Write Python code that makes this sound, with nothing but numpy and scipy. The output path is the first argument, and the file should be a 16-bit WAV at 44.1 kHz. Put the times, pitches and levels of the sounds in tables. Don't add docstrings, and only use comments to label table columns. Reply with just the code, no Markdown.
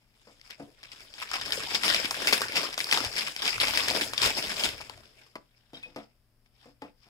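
import sys
import numpy as np
from scipy import signal
from scipy.fft import rfft, irfft, next_fast_len
from scipy.io import wavfile
from scipy.ndimage import uniform_filter1d

SR = 44100
rng = np.random.default_rng(int(sys.argv[2]) if len(sys.argv) > 2 else 0)


def transcribe(signal):
    frames = np.atleast_2d(signal).T
    limited = np.clip(frames, -1, 1)
    pcm = np.round(limited * 32767).astype(np.int16)
    wavfile.write(sys.argv[1], SR, pcm)


def linear_from_db(decibels):
    return 10 ** (np.asarray(decibels, float) / 20)


N = 312661

# f/Hz, level/dB
HISS_SPECTRUM = [(12, -29), (20, 9), (123, -11), (172, -10.5), (590, -20.5), (1660, -24), (5080, -31),
                 (6180, -34), (12100, -28), (16000, -34)]
# f/Hz, level/dB rms
MAINS_LINES = [(119.5, -75), (240, -85), (600, -91), (720, -96)]
# f/Hz, level/dB per Hz
PAPER_SPECTRUM = [(25, -12), (45, -10), (100, -8), (300, -2), (550, -0.5), (1000, -1), (2800, 3.5),
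                  (5000, -4.5), (8000, -14), (12000, -18), (16000, -29)]
# f/Hz, likeness/1
LIKENESS = [(30, .82), (250, 0.9), (600, 0.56), (2000, 0.3), (5000, 0.0), (7000, 0.4), (12000, 0.1)]
# f/Hz, level/dB
LEFT_OVER_RIGHT = [(60, 6.5), (150, 5), (380, 5.5), (950, 0), (2380, 2.5), (5300, 8), (7500, -1),
                   (15000, -1)]
# f/Hz, width/Hz, gain/dB
PORT_RESONANCES = [(3966, 490, -3), (4845, 600, 5), (5260, 550, 6), (6040, 1200, -3)]
# t/s, rustle level/dB
GRIP = [(0.0, -72.5), (0.24, -65.5), (0.75, -65), (0.9, -59), (1.24, -54), (1.5, -39.5), (2.1, -43),
        (2.35, -39), (2.51, -44.5), (2.76, -53), (3.11, -48), (3.35, -52), (3.55, -38), (4.1, -44),
        (4.5, -38), (4.86, -62), (5.12, -71), (5.33, -85)]
# peak t/s, rustle level/dB, rise/(s per 20 dB), fall/(s per 20 dB), flap re rustle/dB
TUGS = [(0.32, -61, .2, .2, -2), (1.6, -36, .15, .3, -2), (5.19, -57, .08, .25, 0),
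        (4.98, -59, .01, .08, 3), (5.035, -59, .02, .1, -6), (5.09, -62, .02, .08, 4),
        (5.27, -60, .03, .08, -4), (4.78, -44, .02, .1, -6), (4.815, -44, .04, .08, -4),
        (0.5, -56, .25, .14, -6), (0.6, -56.5, .03, .14, 16), (1.03, -49.5, .3, .15, -5),
        (1.3, -44.5, .12, .3, -17), (1.76, -34.5, .5, .12, -7), (1.86, -26.5, .08, .34, -6),
        (2.27, -37, .5, .4, 2), (2.57, -29.5, .09, .17, -2), (2.94, -28.5, .11, .18, -4.5),
        (3.17, -33.5, .09, .25, -5), (3.47, -31.5, .11, .25, -8), (3.61, -28, .02, .65, -5),
        (3.97, -30.5, .45, .2, 0), (4.015, -34, .2, .12, -5), (4.255, -21.5, .07, .1, -4),
        (4.38, -31.5, .08, .5, 0), (4.63, -33.5, .25, .22, -1)]
# peak t/s, rustle level/dB, rise/(s per 20 dB), fall/(s per 20 dB)
SLIDES = [
    (5.356, -50, .003, .035),
    (5.6, -70, .5, .1),
    (5.736, -52, .004, .3),
    (5.856, -60, .4, .07),
    (5.964, -49, .004, .09),
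    (6.462, -67.5, .008, .026),
    (6.644, -58, .12, .12),
    (6.822, -56, .014, .1),
    (7.08, -63, .15, .1),
]
# peak t/s, level/dB, rise/(s per 20 dB), fall/(s per 20 dB)
SWINGS = [
    (1.92, -54.5, .4, .4),
    (2.47, -52, .09, .09),
    (3.07, -48, .2, .06),
    (3.58, -49, .13, .9),
    (3.92, -51.5, .2, .5),
    (4.26, -40, .08, .09),
    (4.5, -50.5, .3, .08),
    (4.69, -48, .18, .3),
    (4.98, -57, .13, .11),
]
# peak t/s, level/dB, rise/(s per 20 dB), fall/(s per 20 dB)
RIPS = [(0.62, -64, .1, .3), (1.22, -51, .15, .3), (1.55, -39, .08, .2), (2.11, -39, .02, .15),
        (2.33, -35, .2, .2), (2.782, -40, .008, .3), (2.7, -50, .3, .2), (3.12, -47, .3, .2),
        (3.3, -46, .3, .4), (3.56, -45, .3, .2), (4.03, -36, .2, .15), (4.63, -38, .3, .18)]
# t/s, peak level/dB, ring f/Hz, crackle level/dB
PULLING_SNAPS = [(0.5019, -35, 2340, -29.5), (0.8301, -34, 2410, -32), (0.9169, -33, 2880, -29),
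                 (1.1384, -30, 3530, -37), (1.1813, -33, 2570, -29), (1.2172, -26, 1430, -23.5),
                 (1.314, -23, 1460, -20.5), (1.3335, -21, 1850, -15), (1.3549, -21, 1210, -23),
                 (1.4123, -20, 1720, -20), (1.4527, -26, 2780, -28), (1.5211, -11, 3240, -16),
                 (1.7061, -25, 2220, -23.5), (1.746, -14, 3010, -17.5), (1.8343, -14, 1930, -14),
                 (1.8802, -9, 2600, -12), (1.9446, -10, 2720, -14), (2.0429, -22, 2190, -17),
                 (2.1082, -16, 1200, -22.5), (2.1431, -21, 2020, -19), (2.219, -19, 1720, -15.5),
                 (2.2714, -8, 2600, -6), (2.3267, -9, 2510, -3), (2.4165, -14, 1470, -16),
                 (2.4829, -22, 2370, -21), (2.5557, -16, 2640, -11), (2.631, -20, 1420, -14),
                 (2.7278, -26, 2450, -26), (2.7772, -17, 1450, -17), (2.8031, -17, 2750, -17.5)]
# t/s, peak level/dB, ring f/Hz, crackle level/dB
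SPREADING_SNAPS = [(2.9119, -11, 3130, -13), (2.9733, -15, 1280, -23), (3.0037, -19, 1350, -19),
                   (3.0471, -19, 3000, -19), (3.1643, -20, 2590, -22), (3.1808, -16, 3150, -18),
                   (3.2082, -18, 3140, -23), (3.2661, -21, 2970, -17), (3.3624, -22, 3080, -25),
                   (3.4197, -18, 3320, -19), (3.4487, -21, 2960, -15), (3.4776, -12, 3310, -15),
                   (3.6003, -11, 3540, -12), (3.6702, -15, 3100, -19), (3.7355, -17, 1760, -22.5),
                   (3.7729, -9, 2760, -11), (3.8458, -22, 2420, -26), (3.8827, -14, 2590, -15),
                   (3.949, -18, 1030, -21), (3.971, -18, 1010, -23), (4.0104, -15, 2290, -13),
                   (4.1341, -18, 2000, -22), (4.178, -14, 3700, -21), (4.2169, -13, 3920, -17),
                   (4.3711, -21, 767, -18), (4.4933, -22, 2130, -19), (4.5666, -21, 3680, -27),
                   (4.5946, -20, 3610, -18), (4.636, -12, 3200, -7), (4.8959, -28, 1020, -37)]
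# t/s, peak level/dB, ring f/Hz, treble re
# peak/dB
TICKS = [(0.3956, -50, 1910, -18), (0.4131, -40, 2820, -33), (0.8546, -41, 2130, -32),
         (1.0052, -34, 1940, -17), (1.2008, -33, 2910, -7), (1.5061, -22, 2030, -11),
         (1.6353, -24, 1770, -19), (1.8992, -13, 3150, -16), (2.2005, -24, 1270, -15),
         (2.3252, -12, 1310, -15), (2.5203, -24, 2300, -13), (2.5677, -14, 2600, -21),
         (2.7408, -25, 2640, -9), (2.8421, -21, 4240, -15), (2.9249, -8, 2950, -19),
         (3.4636, -16, 3740, -19), (3.5804, -24, 1670, -19), (3.6512, -18, 3060, -20),
         (3.7071, -22, 2770, -21), (3.8153, -22, 3090, -21), (3.9006, -15, 3710, -21),
         (4.2324, -13, 2730, -18), (4.4614, -23, 2280, -14), (4.5177, -24, 1710, -21),
         (4.7787, -35, 2460, -18), (4.8076, -32, 1260, -25), (4.9757, -43, 1420, -18),
         (5.0341, -45, 1460, -18), (5.1723, -49, 3290, -21), (5.266, -50, 1270, -25),
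         (0.5064, -30, 2550, -16), (1.2896, -33, 2760, -19), (1.4601, -28, 2350, -18),
            (1.5325, -20, 3400, -13), (2.0533, -22, 2380, -11), (2.1672, -24, 1000, -12),
            (2.3308, -9, 2480, -14), (2.3776, -19, 1880, -6), (2.4061, -24, 900, -11),
            (2.5777, -17, 3150, -11), (2.6878, -29, 1090, -13), (2.7911, -20, 2050, -10),
            (2.8685, -25, 1170, -7), (2.9327, -14, 2520, -18), (3.0414, -20, 1230, -12),
            (3.1281, -29, 2780, -11), (3.1376, -31, 1690, -13), (3.2807, -22, 1600, -10),
            (3.6139, -13, 2570, -15), (3.6818, -17, 3050, -16), (3.758, -19, 4390, -19),
            (3.8343, -24, 1730, -16), (3.9091, -18, 810, -13), (4.2595, -13, 3790, -10),
            (4.4243, -22, 3190, -16), (4.4694, -23, 2570, -16), (4.5409, -25, 2990, -11),
            (4.6889, -21, 3430, -19), (4.8125, -28, 1100, -21)]
# t/s, peak level/dB, ring f/Hz
CRUNCHES = [(0.8302, -51, 480), (1.4909, -39, 780), (1.521, -33, 780), (1.574, -28, 520),
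            (1.7168, -34, 510), (1.9446, -26, 760), (1.9958, -28, 500), (2.0411, -27, 250),
            (2.2178, -29, 450), (2.327, -19, 380), (2.4059, -31, 510), (2.4527, -33, 760),
            (2.4914, -35, 480), (2.5765, -27, 470), (2.6312, -31, 500), (2.6846, -34, 530),
            (3.0035, -32, 330), (3.1045, -40, 530), (3.4, -40, 560), (3.4365, -36, 400), (3.6268, -27, 500),
            (3.7529, -34, 720), (3.7797, -30, 620), (3.9073, -24, 710), (3.9486, -25, 340),
            (4.0146, -26, 330), (4.0627, -34, 610), (4.3836, -26, 740), (4.5701, -34, 580),
            (4.9752, -46, 600)]
# t/s, peak level/dB, tick re peak/dB, scuff/s, tilt/(dB per octave)
KNOCKS = [(0.27, -45.5, -20, 0.051, 1), (0.597, -32.5, -29, 0.045, -8), (4.803, -35, -17, 0.02, 5.5),
          (5.355, -28.5, -18, 0.012, 7), (5.733, -35, -19, 0.046, -7), (5.77, -50, -18, 0.037, -5),
          (5.858, -45.5, -21, 0.078, -7), (5.961, -28.5, -16, 0.054, -2.5), (6.657, -45.5, -18, 0.042, -8),
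          (6.82, -29, -20, 0.045, -2.5), (7.065, -54.5, -18, 0.037, -6)]
# f/Hz, level/dB, t60/s
CARDBOARD_MODES = [(185, -3, .04), (285, 8, .07), (335, 3, 0.04), (403, -11, 0.02), (500, 6, 0.05),
                   (590, 5, 0.019), (700, 7, 0.035), (850, 3, 0.026), (1010, 0, 0.016), (1250, 6.5, 0.0067),
                   (1720, -1.5, 0.0037), (2030, 1, 0.005)]
# t/s, level/dB, f/Hz, t60/s
CLINKS = [
    (5.741, -43, 3770, 0.12),
    (5.744, -39, 3180, 0.12),
    (5.77, -38, 3750, .06),
    (5.81, -60, 1900, .08),
    (5.829, -37, 3580, 0.036),
    (5.833, -33, 2516, 0.14),
    (5.83, -53, 8760, .06),
    (5.865, -54, 3700, .12),
    (6.46, -61, 4940, 0.0038),
    (6.461, -53.5, 2490, .006),
]
BAND_EDGES_HZ = 22 * 2 ** np.arange(0, 9.7, .5)

HISS_DB = -68.5
GRIP_FLAP_DB, SLIDE_FLAP_DB, CRACKLE_FLAP_DB = -3.0, -9.0, -6.0
RUSTLE_FINE_DB, SLIDE_FINE_DB, CRACKLE_FINE_DB = -7.5, -12.0, -6.0
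AIR_RE_GRIP_DB, AIR_DB_PER_GRIP_DB = -15.5, .9
CRACKLE_T60_S, CRACKLE_LAG_S = .16, .0043
FLURRIES_PER_S, FLURRY_T60_S, FLURRY_SHARE = 70, .04, .14
TREBLE_DB, TREBLE_DB_PER_OCTAVE = -19.5, -4.0
FINE_DB_PER_DB = .3
SNAP_LOW_CUT_HZ = 330
CRUNCH_S, CRUNCH_CYCLES, CRUNCH_DB = .006, 4.0, -1.5
WALL_CUT_HZ, ROOM_T60_S = 6000, 0.23
SHADE_HZ, RIGHT_LAG_S = 5800, .00018
TOP_CUT_HZ = 16100


def rms_one(x):
    return x / np.sqrt(np.mean(x ** 2) + 1e-20)


def at_hz(points, hz):
    table_hz, values = np.transpose(points)
    return np.interp(np.log(hz), np.log(table_hz + 1), values)


def drift(rate_hz, depth_db):
    r = np.exp(-80 * np.pi * rate_hz / SR)
    draws = rng.standard_normal(N // 40 + 2002)
    slow = signal.lfilter([1], [1, -2 * r, r * r], draws)[2000:]
    return np.interp(np.arange(N) / 40, np.arange(len(slow)), linear_from_db(depth_db * rms_one(slow)))


def decay(x, t60_s):
    return signal.lfilter([1], [1, -linear_from_db(-60 / (t60_s * SR))], x)


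def ring(x, hz, t60_s):
    r, w = linear_from_db(-60 / (t60_s * SR)), 2 * np.pi * hz / SR
    return signal.lfilter([0, np.sin(w)], [1, -2 * r * np.cos(w), r * r], x + 1e-18)


def dying(t60_s, length_s):
    return linear_from_db(-60 * np.arange(int(length_s * SR)) / SR / max(t60_s, .002))


def band_pass(low_hz, high_hz):
    return signal.butter(2, [low_hz, high_hz], "band", fs=SR, output="sos")


def opposed(db):
    return linear_from_db(db * np.array([[1], [-1]]))


def add(out, at_s, sound):
    i = round(at_s * SR)
    out[..., i:i + sound.shape[-1]] += sound[..., :N - i]


def swells(rows):
    t, out = np.arange(0, N, 20) / SR, -120
    for at, db, rise_s, fall_s in rows:
        away = np.maximum((at - t) / rise_s, (t - at) / fall_s)
        out = np.maximum(out, db - 20 * away)
    return np.interp(np.arange(N) / SR, t, out)


def bands(source, spectrum, gain):
    out = np.zeros((2, N))
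    for k, (low, high) in enumerate(zip(BAND_EDGES_HZ, BAND_EDGES_HZ[1:])):
        hz = np.sqrt(low * high)
        pair = signal.sosfilt(band_pass(low, high), source(k))
        alike = np.clip(at_hz(LIKENESS, hz), 0, 1)
        left = linear_from_db(at_hz(LEFT_OVER_RIGHT, hz) / 2)
        mid, side = np.sqrt(1 + alike), np.sqrt(1 - alike)
        mix = np.array([[left * mid, left * side], [mid / left, -side / left]])
        out += gain(hz) * (linear_from_db(at_hz(spectrum, hz)) * mix @ pair)
    return out


def quiet_room():
    white = rng.standard_normal((2, 2, N))
    hiss = linear_from_db(HISS_DB) * rms_one(bands(lambda k: white[k % 2], HISS_SPECTRUM, lambda hz: 1))
    t, hum = np.arange(N) / SR, np.zeros(N)
    for hz, db in MAINS_LINES:
        level = linear_from_db(db + 3) * drift(4, depth_db=1.5)
        hum += level * np.sin(2 * np.pi * hz * t + drift(2, depth_db=4))
    return hiss + hum * opposed(1.5)


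def grains(per_s, spread_db, colour_db, smooth, smoother_up):
    born = np.flatnonzero(rng.random(N) < per_s * drift(40, depth_db=3.0) / SR)
    shape = (2, len(born))
    sizes = linear_from_db(spread_db * np.minimum(rng.exponential(1, shape), 2.6)) * rng.choice([-1, 1], shape)
    rub = rng.standard_normal((2, 2, N))

    def source(k):
        colour = linear_from_db(colour_db * np.clip(rng.standard_normal(len(born)), -2, 2))
        clicks = np.zeros((2, N))
        clicks[:, born] = sizes * colour
        clicks /= np.sqrt(np.sum(clicks[:, born] ** 2) / (2 * N))
        share = smooth * (BAND_EDGES_HZ[k] / 2000) ** smoother_up
        return (clicks + share * rub[k % 2]) / np.sqrt(1 + share ** 2)
    return source


def flurries():
    sizes = np.minimum(rng.exponential(1, N), 2.5)
    starts = (rng.random(N) < FLURRIES_PER_S / SR) * sizes
    jumps = decay(starts + 1e-18, FLURRY_T60_S)
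    return rms_one(1 - FLURRY_SHARE + FLURRY_SHARE * rms_one(jumps))


def paper():
    grip_db = np.interp(np.arange(N) / SR, *np.transpose(GRIP))
    flicker = drift(25, depth_db=.78)
    paper_db = np.maximum(grip_db, swells([tug[:4] for tug in TUGS]))
    slide_db = swells(SLIDES)
    hand = linear_from_db(np.maximum(paper_db, slide_db)) * flicker

    fine_db = np.max([paper_db + RUSTLE_FINE_DB, slide_db + SLIDE_FINE_DB, swells(RIPS)], axis=0)
    fine = linear_from_db(fine_db) * flicker

    flaps = [(s, db + flap_db, rise, fall) for s, db, rise, fall, flap_db in TUGS]
    flaps += [(s, db + SLIDE_FLAP_DB, rise, fall) for s, db, rise, fall in SLIDES]
    flap = linear_from_db(np.maximum(grip_db + GRIP_FLAP_DB, swells(flaps))) * flicker

    grip_air_db = -44 + AIR_DB_PER_GRIP_DB * (grip_db + 44) + AIR_RE_GRIP_DB
    air = linear_from_db(np.maximum(grip_air_db, swells(SWINGS)) + 26.5)

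    at, peak_db, snap_hz, crackle_db = np.transpose(PULLING_SNAPS + SPREADING_SNAPS)
    crackle_start = ((at + CRACKLE_LAG_S) * SR).astype(int)
    jumpy = flurries()

    def gain(hz):
        if hz < 120:
            return air * drift(8, depth_db=1.4)
        bright_db = (hz > 6000) * FINE_DB_PER_DB * (peak_db + 17)
        off_pitch_db = -5.55 * np.minimum(abs(np.log2(hz / snap_hz)), 1.5)
        starts = np.full(N, 1e-12)
        starts[crackle_start] = linear_from_db(crackle_db + bright_db - 13 + off_pitch_db)
        crackle = decay(starts, CRACKLE_T60_S * (2500 / hz) ** 0.093)
        if hz < 700:
            slow = uniform_filter1d(flap + linear_from_db(CRACKLE_FLAP_DB) * crackle, size=500, origin=200)
            return slow * linear_from_db(4.5) * drift(9.9, depth_db=1.5)
        if hz > 6000:
            bright = fine + linear_from_db(CRACKLE_FINE_DB) * crackle
            return bright * np.sqrt(jumpy) * linear_from_db(10.5) * drift(12, depth_db=1.5)
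        return jumpy * (hand + crackle) * drift(15, depth_db=2.2)
    crinkle = grains(1200, spread_db=4.0, colour_db=4.5, smooth=.5, smoother_up=.45)
    return linear_from_db(4.0) * bands(crinkle, PAPER_SPECTRUM, gain)


def knocks():
    size = 9000
    out, t = np.zeros(N), np.arange(size) / SR
    noise = rng.standard_normal((len(KNOCKS), 2, size))
    for (at, peak_db, tick_db, scuff_s, tilt_db), (rough, hiss) in zip(KNOCKS, noise):
        effort = np.exp(-(t / scuff_s) ** 2) + 1.16 * dying(0.032, size / SR)
        contact = rough * abs(hiss) * effort
        body = np.zeros(size)
        for hz, db, t60_s in CARDBOARD_MODES:
            mode_db = db + (tilt_db + 6.5) * np.log2(hz / 600)
            body += linear_from_db(mode_db) * ring(contact, hz, t60_s)
        tick = signal.lfilter([1], [1, -1.2, .4], hiss * dying(0.01, size / SR))
        add(out, at, linear_from_db(peak_db) * (body / np.abs(body).max() + linear_from_db(tick_db) * tick))
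    return signal.sosfilt(signal.butter(2, 190, "high", fs=SR, output="sos"), out)


def snaps():
    rows = TICKS
    for at, db, hz, _ in PULLING_SNAPS + SPREADING_SNAPS:
        treble_db = TREBLE_DB + TREBLE_DB_PER_OCTAVE * np.log2(hz / 2200) + FINE_DB_PER_DB * (db + 17)
        rows = rows + [(at, db, hz, treble_db)]
    out, t = np.zeros((2, N)), np.arange(600) / SR
    noise = rng.standard_normal((len(rows), 600))
    place = rng.standard_normal((len(rows), 2))
    treble = band_pass(6200, 10800)
    for (at, peak_db, hz, treble_db), rough, (pan, length) in zip(rows, noise, place):
        fall_s = .0016 * linear_from_db(1.5 * length)
        burst = rough * (1 - np.exp(-t / .0002)) * np.exp(-t / fall_s)
        crack = signal.sosfilt(band_pass(max(.6 * hz, 900), 4600), burst)
        body = .85 * rms_one(ring(burst, hz, 7 / hz)) + rms_one(crack)
        top = signal.sosfilt(treble, burst)
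        snap = body / np.abs(body).max() + linear_from_db(treble_db - 1.5) * top / np.abs(top).max()
        add(out, at + .0005, linear_from_db(peak_db + .8) * snap * opposed(1.5 + 1.2 * pan))
    return signal.sosfilt(signal.butter(2, SNAP_LOW_CUT_HZ, "high", fs=SR, output="sos"), out + 1e-18)


def crunches():
    out, t = np.zeros(N), np.arange(2000) / SR
    noise = rng.standard_normal((len(CRUNCHES), 2000))
    for (at, peak_db, hz), rough in zip(CRUNCHES, noise):
        push = rough * t * np.exp(-t / CRUNCH_S * 3)
        sound = ring(push, hz, CRUNCH_CYCLES / hz)
        sound = ring(sound, hz * 1.1, CRUNCH_CYCLES / hz)
        add(out, at, linear_from_db(peak_db + CRUNCH_DB) * sound / np.abs(sound).max())
    out = signal.sosfilt(signal.butter(4, 190, "high", fs=SR, output="sos"), out + 1e-18)
    return out * opposed(2.2)


def clinks():
    out, noise = np.zeros(N), rng.standard_normal((len(CLINKS), 6000))
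    for (at, db, hz, t60_s), rough in zip(CLINKS, noise):
        touch = rough * dying(.4 * t60_s, 6000 / SR)
        sound = ring(touch, hz, .6 * t60_s)
        add(out, at, linear_from_db(db) * sound / np.abs(sound).max())
    return out


def room(x):
    size = next_fast_len(N + SR)
    w = 2 * np.pi * np.arange(size // 2 + 1) / size
    dull = np.exp(-2 * np.pi * WALL_CUT_HZ / SR)
    wall = (1 - dull) / (1 - dull * np.exp(-1j * w))
    response = [0, 0]
    lags = (rng.uniform(.008, .035, 12) * SR).astype(int)
    for k, lag in enumerate(lags):
        loop = linear_from_db(-60 * lag / SR / ROOM_T60_S) * wall * np.exp(-1j * w * lag)
        response[k % 2] = response[k % 2] + loop / (1 - loop) * (-1) ** (k // 2)
    return irfft(rfft(x, size) * np.array(response), size)[:, :N]


def scene():
    floor = quiet_room()
    rustle = paper()
    items = knocks() + clinks()
    near = rustle + snaps() + crunches() + items * opposed(1.5)
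    low = signal.sosfiltfilt(signal.butter(4, SHADE_HZ, "low", fs=SR, output="sos"), near[1])
    high = signal.sosfiltfilt(signal.butter(4, SHADE_HZ, "high", fs=SR, output="sos"), near[1])
    near[1] = high + np.roll(low, round(RIGHT_LAG_S * SR))
    return near + room(linear_from_db(-16) * near.mean(0) + linear_from_db(-28) * items) + floor


def top_cut(x):
    return signal.sosfilt(signal.butter(12, 16700, fs=SR, output="sos"), x)


def record(dry):
    for hz, width_hz, db in PORT_RESONANCES:
        w, q, g = 2 * np.pi * hz / SR, np.pi * width_hz / SR, linear_from_db(db / 2)
        zeros = [1 + q * g, -2 * np.cos(w), 1 - q * g]
        poles = [1 + q / g, -2 * np.cos(w), 1 - q / g]
        dry = signal.lfilter(zeros, poles, dry)
    mix = signal.sosfilt(signal.cheby2(10, 30, TOP_CUT_HZ, fs=SR, output="sos"), dry)
    return top_cut(mix)


dry = scene()
out = record(dry)
transcribe(out)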